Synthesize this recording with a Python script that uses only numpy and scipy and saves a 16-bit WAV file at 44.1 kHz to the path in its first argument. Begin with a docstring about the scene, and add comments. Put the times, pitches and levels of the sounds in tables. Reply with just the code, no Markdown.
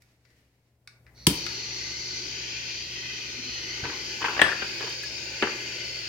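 """A butane torch on a workbench in a small room. Over a faint mains hum, fingers brush and handle the
torch with small clicks. The hum grows, cold gas leaks, and at 1.27 s the piezo lighter snaps and the gas
lights with a thump. The jet then hisses through the burner's resonances (the pitches it rings at) over
a soft flame roar, and a hollow note swells once. From 3.8 s a plastic box is picked up, rattled and put
down beside the torch, which burns on to the end."""
import sys
import numpy as np
from scipy import signal
from scipy.fft import rfft, irfft, next_fast_len
from scipy.io import wavfile
from scipy.ndimage import uniform_filter1d

SR = 44100
rng = np.random.default_rng(int(sys.argv[2]) if len(sys.argv) > 2 else 0)


def persist_wave(psi):
    """Save psi, clipped to +-1, as 16-bit WAV."""
    counts = np.round(np.clip(psi, -1, 1) * 32767).astype(np.int16)
    wavfile.write(sys.argv[1], SR, np.atleast_2d(counts).T)


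N = 268172
TIME = np.arange(N) / SR
RING = TIME[:SR // 2]  # half a second of time, for short sounds


def undb(db):
    """Turn decibels into a number to multiply by."""
    return 10 ** (np.asarray(db) / 20)


def unit(x):
    """Scale a signal to an average strength (rms) of one."""
    return x / np.sqrt(np.mean(x ** 2))


def pan(db):
    """Left and right gains. A pan is the left level minus the right level, in dB."""
    return undb(np.array([[1], [-1]]) * db / 2)


def wander(rate):
    """A smooth random drift of about size one, with `rate` new values a second."""
    hold = int(SR / rate)
    steps = np.repeat(rng.standard_normal(N // hold + 1), hold)
    return unit(uniform_filter1d(uniform_filter1d(steps, hold), hold)[:N])


def ramp(middle_s, seconds):
    """An even change from 0 to 1."""
    return np.clip((TIME - middle_s) / seconds + .5, 0, 1)


def fade(t60):
    """Die away by 60 dB in t60 seconds, the ring time."""
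    return np.exp(-np.log(1000) * RING / t60)


def envelope(s, length, attack, release):
    """Rise at time s, hold until the length is up, then die away."""
    return np.clip((TIME - s) / attack, 0, 1) * np.exp(-np.maximum(TIME - s - length, 0) / release)


def rubbing(rows, attack, release):
    """The strength of a series of rubs that all rise and fall the same way."""
    return sum(undb(db) * envelope(s, length, attack, release) for s, length, db in rows)


def colour(x, points, size=4096):
    """Shape the tone along a curve of (pitch [Hz], level [dB]) points."""
    hz, db = np.transpose(points)
    gain_db = np.interp(np.log(np.fft.rfftfreq(size, 1 / SR) + 1), np.log(hz), db)
    cepstrum = irfft(np.log(undb(gain_db)))
    cepstrum[1:size // 2] *= 2  # folded so that nothing rings before the sound starts
    cepstrum[size // 2 + 1:] = 0
    response = irfft(np.exp(rfft(cepstrum)))
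    return signal.fftconvolve(np.atleast_2d(x), response[None], axes=1)[:, :x.shape[-1]]


def lowpass(x, hz, order=2):
    """Cut the treble above hz."""
    return signal.sosfilt(signal.butter(order, min(hz, SR / 2 - 1000), fs=SR, output="sos"), x)


def highpass(x, hz):
    """Gently cut the bass below hz."""
    return signal.sosfilt(signal.butter(1, min(hz, SR / 4), "high", fs=SR, output="sos"), x)


def aside(x, db, shadow_hz=700):
    """Move a sound to one side: only the treble is shadowed, the bass reaches both sides alike."""
    bass = lowpass(x, shadow_hz, order=1)
    return bass + (x - bass) * pan(db)


def diffuse(count, split_hz=1300):
    """Noise from all around: left and right are alike in the bass, unrelated in the treble."""
    mid, side = rfft(rng.standard_normal((2, count)))
    likeness = np.exp(-(np.fft.rfftfreq(count, 1 / SR) / split_hz) ** 2)
    spectrum = mid * np.sqrt(1 + likeness) + np.array([[1], [-1]]) * side * np.sqrt(1 - likeness)
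    return irfft(spectrum, count) / np.sqrt(2)


def room(x, wet_db, t60=0.47, treble_t60=0.34):
    """Add the echoes of a small cluttered room, whose treble dies first."""
    noise = diffuse(len(RING))
    low = lowpass(noise, 3500)
    onset = np.clip(RING / 0.0019 - 1, 0, 1)
    tail = (low * fade(t60) + (noise - low) * fade(treble_t60)) * onset
    return x + undb(wet_db) * signal.fftconvolve(x, unit(tail) / np.sqrt(len(RING)), axes=1)[:, :N]


def add(out, s, db, sound, size=176):
    """Mix in a short sound at time s, with its loudest 4 ms at level db."""
    start = max(int(s * SR), 0)
    peak = np.sqrt(uniform_filter1d(np.mean(sound ** 2, axis=0), size).max())
    out[:, start:start + len(RING)] += (sound * undb(db) / peak)[:, :N - start]


def contact(seconds, spread):
    """A burst of tiny impacts as two hard parts meet; nearby things scatter it left and right."""
    burst = rng.standard_normal(len(RING)) + spread * diffuse(len(RING))
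    return burst * np.exp(-RING / seconds) * (1 - np.exp(-RING / 0.00068))


def resonance(hz, width, db=0, pan_db=0, lead=0, likeness=0.77, waver_db=1.45):
    """Noise ringing around one pitch and wavering; the right side's wave is `lead` radians ahead."""
    size = next_fast_len(N)
    freqs = np.fft.rfftfreq(size, 1 / SR)
    direct, *scattered = rfft(rng.standard_normal((3, size)))
    phase = np.exp(np.array([[-.5j], [.5j]]) * lead)
    sides = np.sqrt(likeness) * direct * phase + np.sqrt(1 - likeness) * np.array(scattered)
    band = irfft(sides / (1 + ((freqs - hz) / (0.89 * width)) ** 2), size)[:, :N]
    waver = waver_db * np.array([wander(3.11), wander(3.36)])
    return band * undb(db + waver) * pan(pan_db)


# tone of the room's rumble (pitch [Hz], level [dB])
RUMBLE_TONE = [(20, -41), (38, -33), (60, 12.5), (78, 5), (100, 0), (170, -1.5), (260, -6.5), (600, -10),
               (1200, -19.5), (4000, -29)]
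def background(quiet_db=-70, rise_db=18, sag_db_per_s=.5):
    """An appliance hums at twice the mains frequency over a rumble; both swell as the torch lights."""
    hum = np.sqrt(2) * np.sin(2 * np.pi * 119.9 * TIME) * undb(.7 * wander(8))
    rumble = unit(colour(diffuse(N), RUMBLE_TONE))
    db = quiet_db + rise_db * ramp(middle_s=1.057, seconds=0.58) - sag_db_per_s * TIME
    return (hum + rumble) * undb(db) * pan(2.3)


# tone of skin brushing the torch (pitch [Hz], level [dB])
BRUSH_TONE = [(300, -2), (1200, -14), (2050, -4), (3400, -12), (4700, -9.5), (8000, -17.5), (15000, -23)]
# finger strokes (time [s], length [s], level [dB])
STROKES = [(0, .03, -70), (.24, 0.028, -73.5), (1.06, .2, -81)]
# fingertip drags that ring one note of the housing (time [s], length [s], level [dB])
DRAGS = [(.25, 0.065, -71), (1.06, 0.027, -63)]
# tone of a click (pitch [Hz], level [dB])
CLICK_TONE = [(200, -55), (900, -18), (1250, -4), (1440, -2), (1700, -1), (2200, 4.5), (3100, -8),
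              (4800, 6), (7000, -6.5), (15000, -2)]
# small handling clicks and ticks (time [s], level [dB], treble cut [Hz], pan [dB], bass cut [Hz])
CLICKS = [(.02, -57, 12100, -2, 400), (.251, -60, 4000, 10, 800), (.272, -76, 7000, 3, 2000),
          (.302, -66, 4500, 4, 1500), (.874, -41, 5940, 0.5, 300), (1.065, -53.5, 1850, 2, 400),
          (1.077, -59, 1700, 12, 400), (1.177, -59, 3220, 6, 990), (1.464, -27.5, 2850, 7, 3000)]
def fingers(ring_hz=1440, ring_t60=0.11, ring_db=-13.5):
    """Fingers handle the torch: skin brushes the housing, and small clicks and ticks ring its plastic."""
    brush = unit(colour(diffuse(N), BRUSH_TONE)) * undb(2.0 * wander(31))
    drag = unit(resonance(hz=1980, width=170, pan_db=11))
    out = brush * rubbing(STROKES, attack=0.0092, release=0.32)
    out += drag * rubbing(DRAGS, attack=0.0065, release=.04)
    ring = unit(np.sin(2 * np.pi * ring_hz * RING) * fade(ring_t60)) * undb(ring_db)
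    for s, db, treble_hz, pan_db, bass_hz in CLICKS:
        impact = colour(contact(0.0032, spread=0.92), CLICK_TONE)
        click = unit(lowpass(impact, treble_hz)) + ring
        add(out, s, db, highpass(click, bass_hz) * pan(pan_db))
    return room(out, wet_db=-4.0)


VALVE_S, SPARK_S, FLASH_S = 1.143, 1.2677, 1.2732  # the gas starts, the spark snaps, the gas lights

# resonances of the cold gas (pitch [Hz], width [Hz], relative level [dB], pan [dB], right lead [rad])
COLD_GAS = [(2100, 680, -13.5, 15, .5), (4340, 360, 2.5, -6, 0.43), (5800, 380, -2.5, -2, 1.8)]
def leak(level_db=-52):
    """Unlit gas rushes from the nozzle, from the moment the valve opens until it lights."""
    flow = envelope(VALVE_S, FLASH_S - VALVE_S, attack=0.047, release=.003)
    return unit(sum(resonance(*row) for row in COLD_GAS)) * undb(level_db) * flow


# tone of the piezo's snap (pitch [Hz], level [dB])
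PIEZO_TONE = [(300, -29), (650, -22), (900, -5), (1150, -7.5), (1600, -11.5), (2200, -5), (2950, 3),
              (4000, -4.5), (4600, 2), (6000, -3.5), (7200, -10), (9000, -3.5), (12500, -10), (16000, -9.5)]
# how the snap leans to one side (pitch [Hz], pan [dB])
SPARK_PAN = [(1000, 7), (4000, 6.5), (8500, -11), (10500, 3), (13000, 6.5)]
def spark():
    """The lighter's little hammer snaps onto its piezo crystal."""
    out = np.zeros((2, N))
    add(out, SPARK_S, db=-9.5, sound=colour(contact(0.0038, spread=2.2), PIEZO_TONE))
    left, right = room(out, wet_db=-6.5, treble_t60=0.28)
    return np.vstack([colour(left, [(hz, db / 2) for hz, db in SPARK_PAN]),
                      colour(right, [(hz, -db / 2) for hz, db in SPARK_PAN])])


# tone of the thump as the gas lights (pitch [Hz], level [dB])
THUMP_TONE = [(25, -47), (60, 4.5), (110, -9), (165, -1), (215, -6), (320, -4), (420, -7), (620, -40),
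              (900, -25.5), (1200, -37), (1700, -29), (4000, -76)]
def flash(swing_s=0.0025, bench_s=0.0062, bench_db=-2, wall_s=0.04, wall_db=-13, boom_hz=292):
    """The leaked gas burns at once: one pressure swing, echoes off bench and wall, and a short boom."""
    out = np.zeros((2, N))
    push = np.zeros((1, len(RING)))
    for s, size in [(0, -1), (swing_s, 1), (bench_s, -undb(bench_db)), (wall_s, undb(wall_db))]:
        push[0, int(s * SR)] += size
    add(out, FLASH_S, db=-12, sound=colour(push, THUMP_TONE) * pan(0.99))
    boom = np.sin(2 * np.pi * boom_hz * RING) * fade(0.085) * (1 - np.exp(-RING / 0.005))
    add(out, FLASH_S + .026, db=-27, sound=boom * pan(0))  # a low note of the room answers
    return room(out, wet_db=-11.5, t60=0.37)


# tone of the thin, airy top of the hiss (pitch [Hz], level [dB])
AIR_TONE = [(1000, -7), (3500, -11), (6800, 8.5), (7600, 2), (8200, -8), (9300, -0.5), (12000, -44),
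            (15500, 0.5)]
# the flame's levels as arms move around it
# (time [s], roar [dB], lowest hiss [dB], lower hiss [dB], middle hiss [dB], upper hiss [dB])
FLAME_LEVELS = [(1.45, -52.5, -52.5, -42, -37.5, -43.5), (2.2, -53, -53.5, -42.5, -37, -42.5),
                (2.4, -54.5, -53, -38, -38, -42), (2.72, -54, -55.5, -38.5, -37.5, -41),
                (2.86, -58, -63, -41.5, -39, -43.5), (3.02, -53.5, -55, -39.5, -41, -45),
                (3.22, -52, -54.5, -41, -38.5, -43), (3.4, -54, -57, -42, -40, -44),
                (3.55, -51, -53, -41.5, -39, -43), (3.85, -49.5, -49.5, -39.5, -38.5, -44),
                (4.85, -48, -49, -37.5, -37.5, -44), (4.97, -54, -53, -40, -38.5, -46.5),
                (5.24, -54.5, -51.5, -40, -38.5, -45), (5.6, -48.5, -50, -37, -38, -43.5),
                (6.05, -55.5, -51.5, -40.5, -38.5, -47.5)]
def flame(air_db=-60, air_rise_db=7.0):
    """The lit torch: a hissing jet, a thin airy top and a low roar."""
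    nudge = ramp(middle_s=4.05, seconds=0.23)  # the nozzle points a little elsewhere afterwards
    times, *columns = np.transpose(FLAME_LEVELS)
    roar_db, *hiss_dbs = [np.interp(TIME, times, column) for column in columns]
    hiss = jet(hiss_dbs, nudge)
    air = unit(colour(diffuse(N), AIR_TONE)) * undb(air_db + nudge * air_rise_db) * pan(-4)
    lit = np.clip((TIME - FLASH_S) / 0.0075, 0, 1)
    return room((hiss + air + roar(roar_db)) * lit, wet_db=-6.5)


# resonances of the burner (pitch [Hz], width [Hz], relative level [dB], pan [dB], right lead [rad],
# relative level after the nudge [dB], pan after the nudge [dB])
BURNER = [(894, 81, -9.5, 7.5, 1, -8, -6), (1230, 66, -13.5, 11, 1, -22, 5),
          (1501, 71, -5, -2, 0, -4.5, -3), (1680, 83, -8.5, 1, 4, -2.5, 8),
          (2050, 193, -0.5, 15, 1, -1.5, 8.5), (2465, 194, 1, 8, 0.2, 1, 8.5),
          (2694, 250, -2, 7.5, 0, -1, 8), (3055, 310, 1, 1, -0.2, -0.5, 5),
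          (3840, 540, -2, -2, 2.5, -3.5, -6.5), (4230, 210, 3, 2, -1.3, -2.5, 7),
          (4630, 240, 3, 4, 0.5, 5.5, -4), (4935, 190, 1.5, 1, 1.5, -0.5, 5), (5275, 230, 0, 5, 2, 2.5, 6),
          (5890, 460, 6, 2, 2, -0.5, 12.5), (6530, 560, -1, -7, -1.7, 3, -4.5)]
def jet(hiss_dbs, nudge, trim_db=-0.54, flutter_db=0.5):
    """Swirling gas rings the burner's resonances, which rise and fall in four groups."""
    flutter = undb(flutter_db * wander(25.01))
    bands = [resonance(hz, width, db + nudge * (db_after - db), side + nudge * (side_after - side), lead)
             for hz, width, db, side, lead, db_after, side_after in BURNER]
    groups = bands[:4], bands[4:8], bands[8:13], bands[13:]
    hiss = sum(arm_echoes(sum(group)) * undb(db + trim_db) for group, db in zip(groups, hiss_dbs))
    return lowpass(hiss + swells(), 7170, order=12) * flutter


def arm_echoes(x, lags_s=(.0012, .0034), sway_s=.00016, echo_db=-9):
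    """Echoes off moving arms come and go and shift in delay, sliding ripples through the hiss."""
    def echo(side, lag):
        return np.interp(TIME - lag - sway_s * wander(1.7), TIME, side) * wander(2.486)
    echoes = np.array([sum(echo(side, lag) for lag in lags_s) for side in x])
    return unit(x + undb(echo_db) * echoes)


# tone of the flame's roar (pitch [Hz], level [dB])
ROAR_TONE = [(120, -16.5), (180, -7), (260, -4.5), (350, 1.5), (480, -4), (680, -16), (1200, -15.5),
             (2000, -29.5)]
def roar(level_db, flare_db=14, flutter_db=0.8, note_db=-8.5, note_flutter_db=3):
    """Burning gas roars with a loose, fluttering note in it; it flares as it lights, then settles."""
    flare = flare_db * envelope(FLASH_S, length=0, attack=.001, release=0.14)
    note = unit(resonance(hz=345, width=29, likeness=1.0)) * undb(note_db + note_flutter_db * wander(16))
    burning = unit(colour(diffuse(N), ROAR_TONE))
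    return (burning + note) * undb(level_db + flare + flutter_db * wander(14))


# resonances that stand out as the arms move
# (time [s], length [s], pitch [Hz], width [Hz], level [dB], pan [dB])
SWELLS = [(1.324, 0.79, 4420, 260, -42, 4), (1.318, .9, 5760, 200, -49.5, -5),
          (2.38, 0.29, 5330, 220, -51, 0), (2.62, 0.21, 4800, 300, -43, 10),
          (2.66, 0.19, 4280, 250, -49, -2), (3.077, 0.79, 2520, 130, -50.5, 4),
          (3.403, 0.36, 3000, 180, -45.5, 0), (3.4, 0.16, 4200, 300, -44.5, -1),
          (3.4, .3, 4540, 200, -43.5, -2), (4.582, 1.5, 4620, 250, -47, -14),
          (4.75, 1.22, 507, 111, -55, -1.5), (5.553, 0.25, 2170, 140, -47.5, 12)]
def swells(attack_s=0.062, release_s=0.087):
    """One resonance of the hiss after another comes forward, holds and sinks back."""
    return sum(unit(resonance(hz, width, pan_db=pan_db)) * undb(db)
               * envelope(s, length, attack_s, release_s)
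               for s, length, hz, width, db, pan_db in SWELLS)


def hollow(level_db=-46.5):
    """A soft hollow note swells briefly under the hiss."""
    note = unit(resonance(hz=252, width=14, likeness=0.92))
    return note * undb(level_db) * envelope(s=3.37, length=0.12, attack=0.022, release=.03)


def box():
    """The plastic box is dragged, knocked about and put down; something loose rattles in it."""
    return room(bumps() + scrape() + knocks() + rattles() + ticks(), wet_db=-7.5)


# soft bumps (time [s], level [dB], pitch [Hz], ring time [s])
BUMPS = [(3.831, -31.5, 125, 0.057), (3.872, -41, 290, 0.18), (4.286, -32.5, 430, .07),
         (4.418, -30, 175, 0.1), (4.42, -30, 340, 0.11), (4.84, -35, 430, 0.076), (5.035, -36, 1700, 0.077),
         (5.426, -32, 218, 0.11), (5.428, -34, 830, 0.076)]
def bumps():
    """Each soft bump rings one note of the bench top or the box."""
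    out = np.zeros((2, N))
    for s, db, hz, t60 in BUMPS:
        add(out, s, db, np.sin(2 * np.pi * hz * RING) * fade(t60) * pan(0))
    return out


# tone of a dull contact, also used for knocks and rattles (pitch [Hz], level [dB])
DULL_TONE = [(30, -44), (90, -9), (200, -1), (380, 6), (640, -1.5), (930, 1), (1270, -1.5), (1700, 2.5),
             (2700, 4.5), (4000, 1), (6000, -14), (15000, -31)]
# slides of the box (time [s], length [s], level [dB])
SLIDES = [(3.835, 0.097, -42.5), (4.2, 0.021, -36.5), (4.245, 0.061, -32.5), (4.44, 0.082, -38.5),
          (4.8, 0.072, -42)]
def scrape(ring_db=-5, edge_hz=1000, edge_db=-5.5, rasp_hz=2900, crinkle_db=-27):
    """The box's edge sticks and slips on the bench, ringing the shell and its own note; it crinkles."""
    slips = diffuse(N) * undb(5.0 * wander(150))
    ring = unit(signal.fftconvolve(slips, shell(edge_hz), axes=1)[:, :N])
    edge = unit(resonance(edge_hz, width=140, pan_db=1.8))
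    rubbed = unit(colour(slips, DULL_TONE)) + undb(ring_db) * ring + undb(edge_db) * edge
    rasp = unit(highpass(lowpass(rubbed, rasp_hz, order=3), 440))
    crinkle = undb(crinkle_db) * unit(highpass(slips, 6000))
    return (rasp + crinkle) * rubbing(SLIDES, attack=0.0055, release=0.027)


# the notes the box rings at (pitch [Hz], relative level [dB], ring time [s])
BOX_NOTES = [(340, -5, 0.098), (476, -7, 0.052), (535, -11, 0.125), (858, -11.5, 0.063), (973, -5.5, 0.049),
             (1149, -9, 0.083), (1423, -20, 0.17), (1556, 0.5, 0.082), (1681, -2, 0.074), (1733, 3, 0.044),
             (1877, -2, 0.073), (2450, -11, 0.049), (2773, -4.5, .07), (3006, -1, 0.089)]
def shell(spot_hz, spot_db=11.5, spot_octaves=0.16, scatter_db=1.5, size=8192):
    """The box's shell rings; the spot that is struck favours the notes near spot_hz."""
    hz, db, t60 = np.transpose(BOX_NOTES)[:, :, None]
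    strength, skew = rng.standard_normal((2, len(BOX_NOTES), 1))
    lag = np.array([1, -1])[:, None, None] * skew * .00005  # high notes reach the two sides out of step
    favour = spot_db * np.exp(-(np.log2(hz / spot_hz) / spot_octaves) ** 2)
    notes = undb(db + favour + scatter_db * strength) * np.sin(2 * np.pi * hz * (RING + lag)) * fade(t60)
    return notes.sum(axis=1)[:, :size]


# knocks on the box
# (time [s], relative level [dB], pan [dB], contact time [s], favoured pitch [Hz], bass cut [Hz])
KNOCKS = [(3.8378, -30, 3, 0.0084, 1520, 150), (3.847, -30, 3, 0.0067, 900, 120),
          (3.853, -26.5, 13, 0.0022, 2400, 300), (3.899, -32.5, 4, 0.0068, 1590, 150),
          (4.219, -34, 12, 0.0075, 1000, 484), (4.225, -24, 6, 0.0024, 2200, 600),
          (4.2424, -21, 7, 0.0052, 1610, 480), (4.249, -27, 6, .004, 2000, 600),
          (4.259, -25, 2, .003, 3000, 600), (4.288, -29, -3, 0.0057, 860, 250),
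          (4.365, -26.5, 2, 0.0034, 1410, 480), (4.377, -24.5, 3, .004, 1100, 300),
          (4.3927, -14.5, 6, 0.0067, 1860, 400), (4.4156, -2, 6, 0.0032, 1800, 403),
          (4.423, -14.5, 4, 0.0036, 860, 200), (4.467, -27, -1, 0.0037, 400, 200),
          (4.6193, -24.5, 7, 0.015, 1400, 700), (4.807, -29.5, 1, 0.0033, 1170, 250),
          (4.826, -33, 7, 0.0032, 1560, 300), (4.866, -35, 7, 0.006, 1760, 251),
          (4.876, -35, 1, .004, 980, 400), (5.4235, -14.5, 4, 0.0049, 2830, 170),
          (5.4305, -17.5, 7, 0.012, 475, 130), (5.471, -24.5, 3, 0.0099, 400, 200)]
def knocks(trim_db=-2.5, ring_db=-3, grip_t60=0.22, snap_db=-16):
    """Each blow thuds and rings the shell, which the hand damps; hard blows snap at the edge."""
    out = np.zeros((2, N))
    for s, db, pan_db, seconds, spot_hz, bass_hz in KNOCKS:
        thud = unit(colour(contact(seconds, spread=1.9), DULL_TONE))
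        ring = shell(spot_hz, size=len(RING)) * (1 - np.exp(-RING / 0.0012)) * fade(grip_t60)
        treble_hz = 2450 * (0.0053 / seconds) ** 0.23  # longer contacts are duller
        treble_hz *= 2 ** (0.0079 * (db + 13.0))  # harder blows are brighter
        blow = lowpass(thud + unit(ring) * undb(ring_db), treble_hz, order=3)
        blow += edge_snap() * undb(snap_db + 1.4 * db)
        add(out, s, db + trim_db, aside(highpass(blow, bass_hz), pan_db))
    return out


# tone of a hard edge's snap (pitch [Hz], level [dB])
SNAP_TONE = [(1000, -12), (3000, 6), (5000, -8), (7500, -3), (8600, 10), (9600, -6), (11500, -4),
             (15000, -11)]
def edge_snap():
    """A hard edge makes a very short, bright contact."""
    return unit(colour(contact(0.0027, spread=2.1), SNAP_TONE)) * pan(1.4)


# light taps inside the box, and the box's quick second bounce just after the hardest knock (time [s], level
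# [dB], pitch [Hz])
RATTLES = [(4.2186, -28.5, 994), (4.2416, -26, 975), (4.248, -24, 956), (4.2584, -28, 950),
           (4.273, -32, 1090), (4.2827, -25.5, 1410), (4.4226, -13.5, 1767), (4.464, -26, 1180),
           (4.484, -28, 1550), (4.491, -24.5, 1610), (4.516, -25, 1770), (4.523, -25.5, 1460),
           (4.5303, -25.5, 1700)]
def rattles(t60=0.018, rise_s=0.001, thud_db=-9):
    """Short taps, each one quickly damped note over a small thud: mostly a loose part tapping inside the box,
    and once the box bouncing again just after its hardest knock."""
    out = np.zeros((2, N))
    for s, db, hz in RATTLES:
        note = np.sin(2 * np.pi * hz * RING) * fade(t60) * (1 - np.exp(-RING / rise_s))
        thud = lowpass(colour(contact(0.0042, spread=0.82), DULL_TONE), 2450)
        add(out, s, db, aside(unit(note) + undb(thud_db) * unit(thud), db=7.0))
    return out


# tone of a tick (pitch [Hz], level [dB])
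TICK_TONE = [(3000, -18), (6000, -5), (8500, 4), (11500, -4), (15500, 0)]
# ticks of the plastic (time [s], level [dB], pan [dB])
TICKS = [(4.262, -51, 3), (4.293, -54, 3), (4.808, -54, 2), (4.893, -50, 2), (5.029, -47, 2),
         (5.868, -56, 2)]
def ticks():
    """Thin plastic ticks crisply as it flexes in the hand."""
    out = np.zeros((2, N))
    for s, db, pan_db in TICKS:
        add(out, s, db, colour(contact(0.0089, spread=1.8), TICK_TONE) * pan(pan_db))
    return out


def scene():
    """Everything on and around the bench, with the hum underneath."""
    return fingers() + leak() + spark() + flash() + flame() + hollow() + box() + background()


def record(dry, top_hz=16000):
    """Round off the loudest peaks and cut the highest treble."""
    return signal.sosfilt(signal.ellip(10, .2, 70, top_hz, fs=SR, output="sos"), np.tanh(dry))


dry = scene()
out = record(dry)
persist_wave(out)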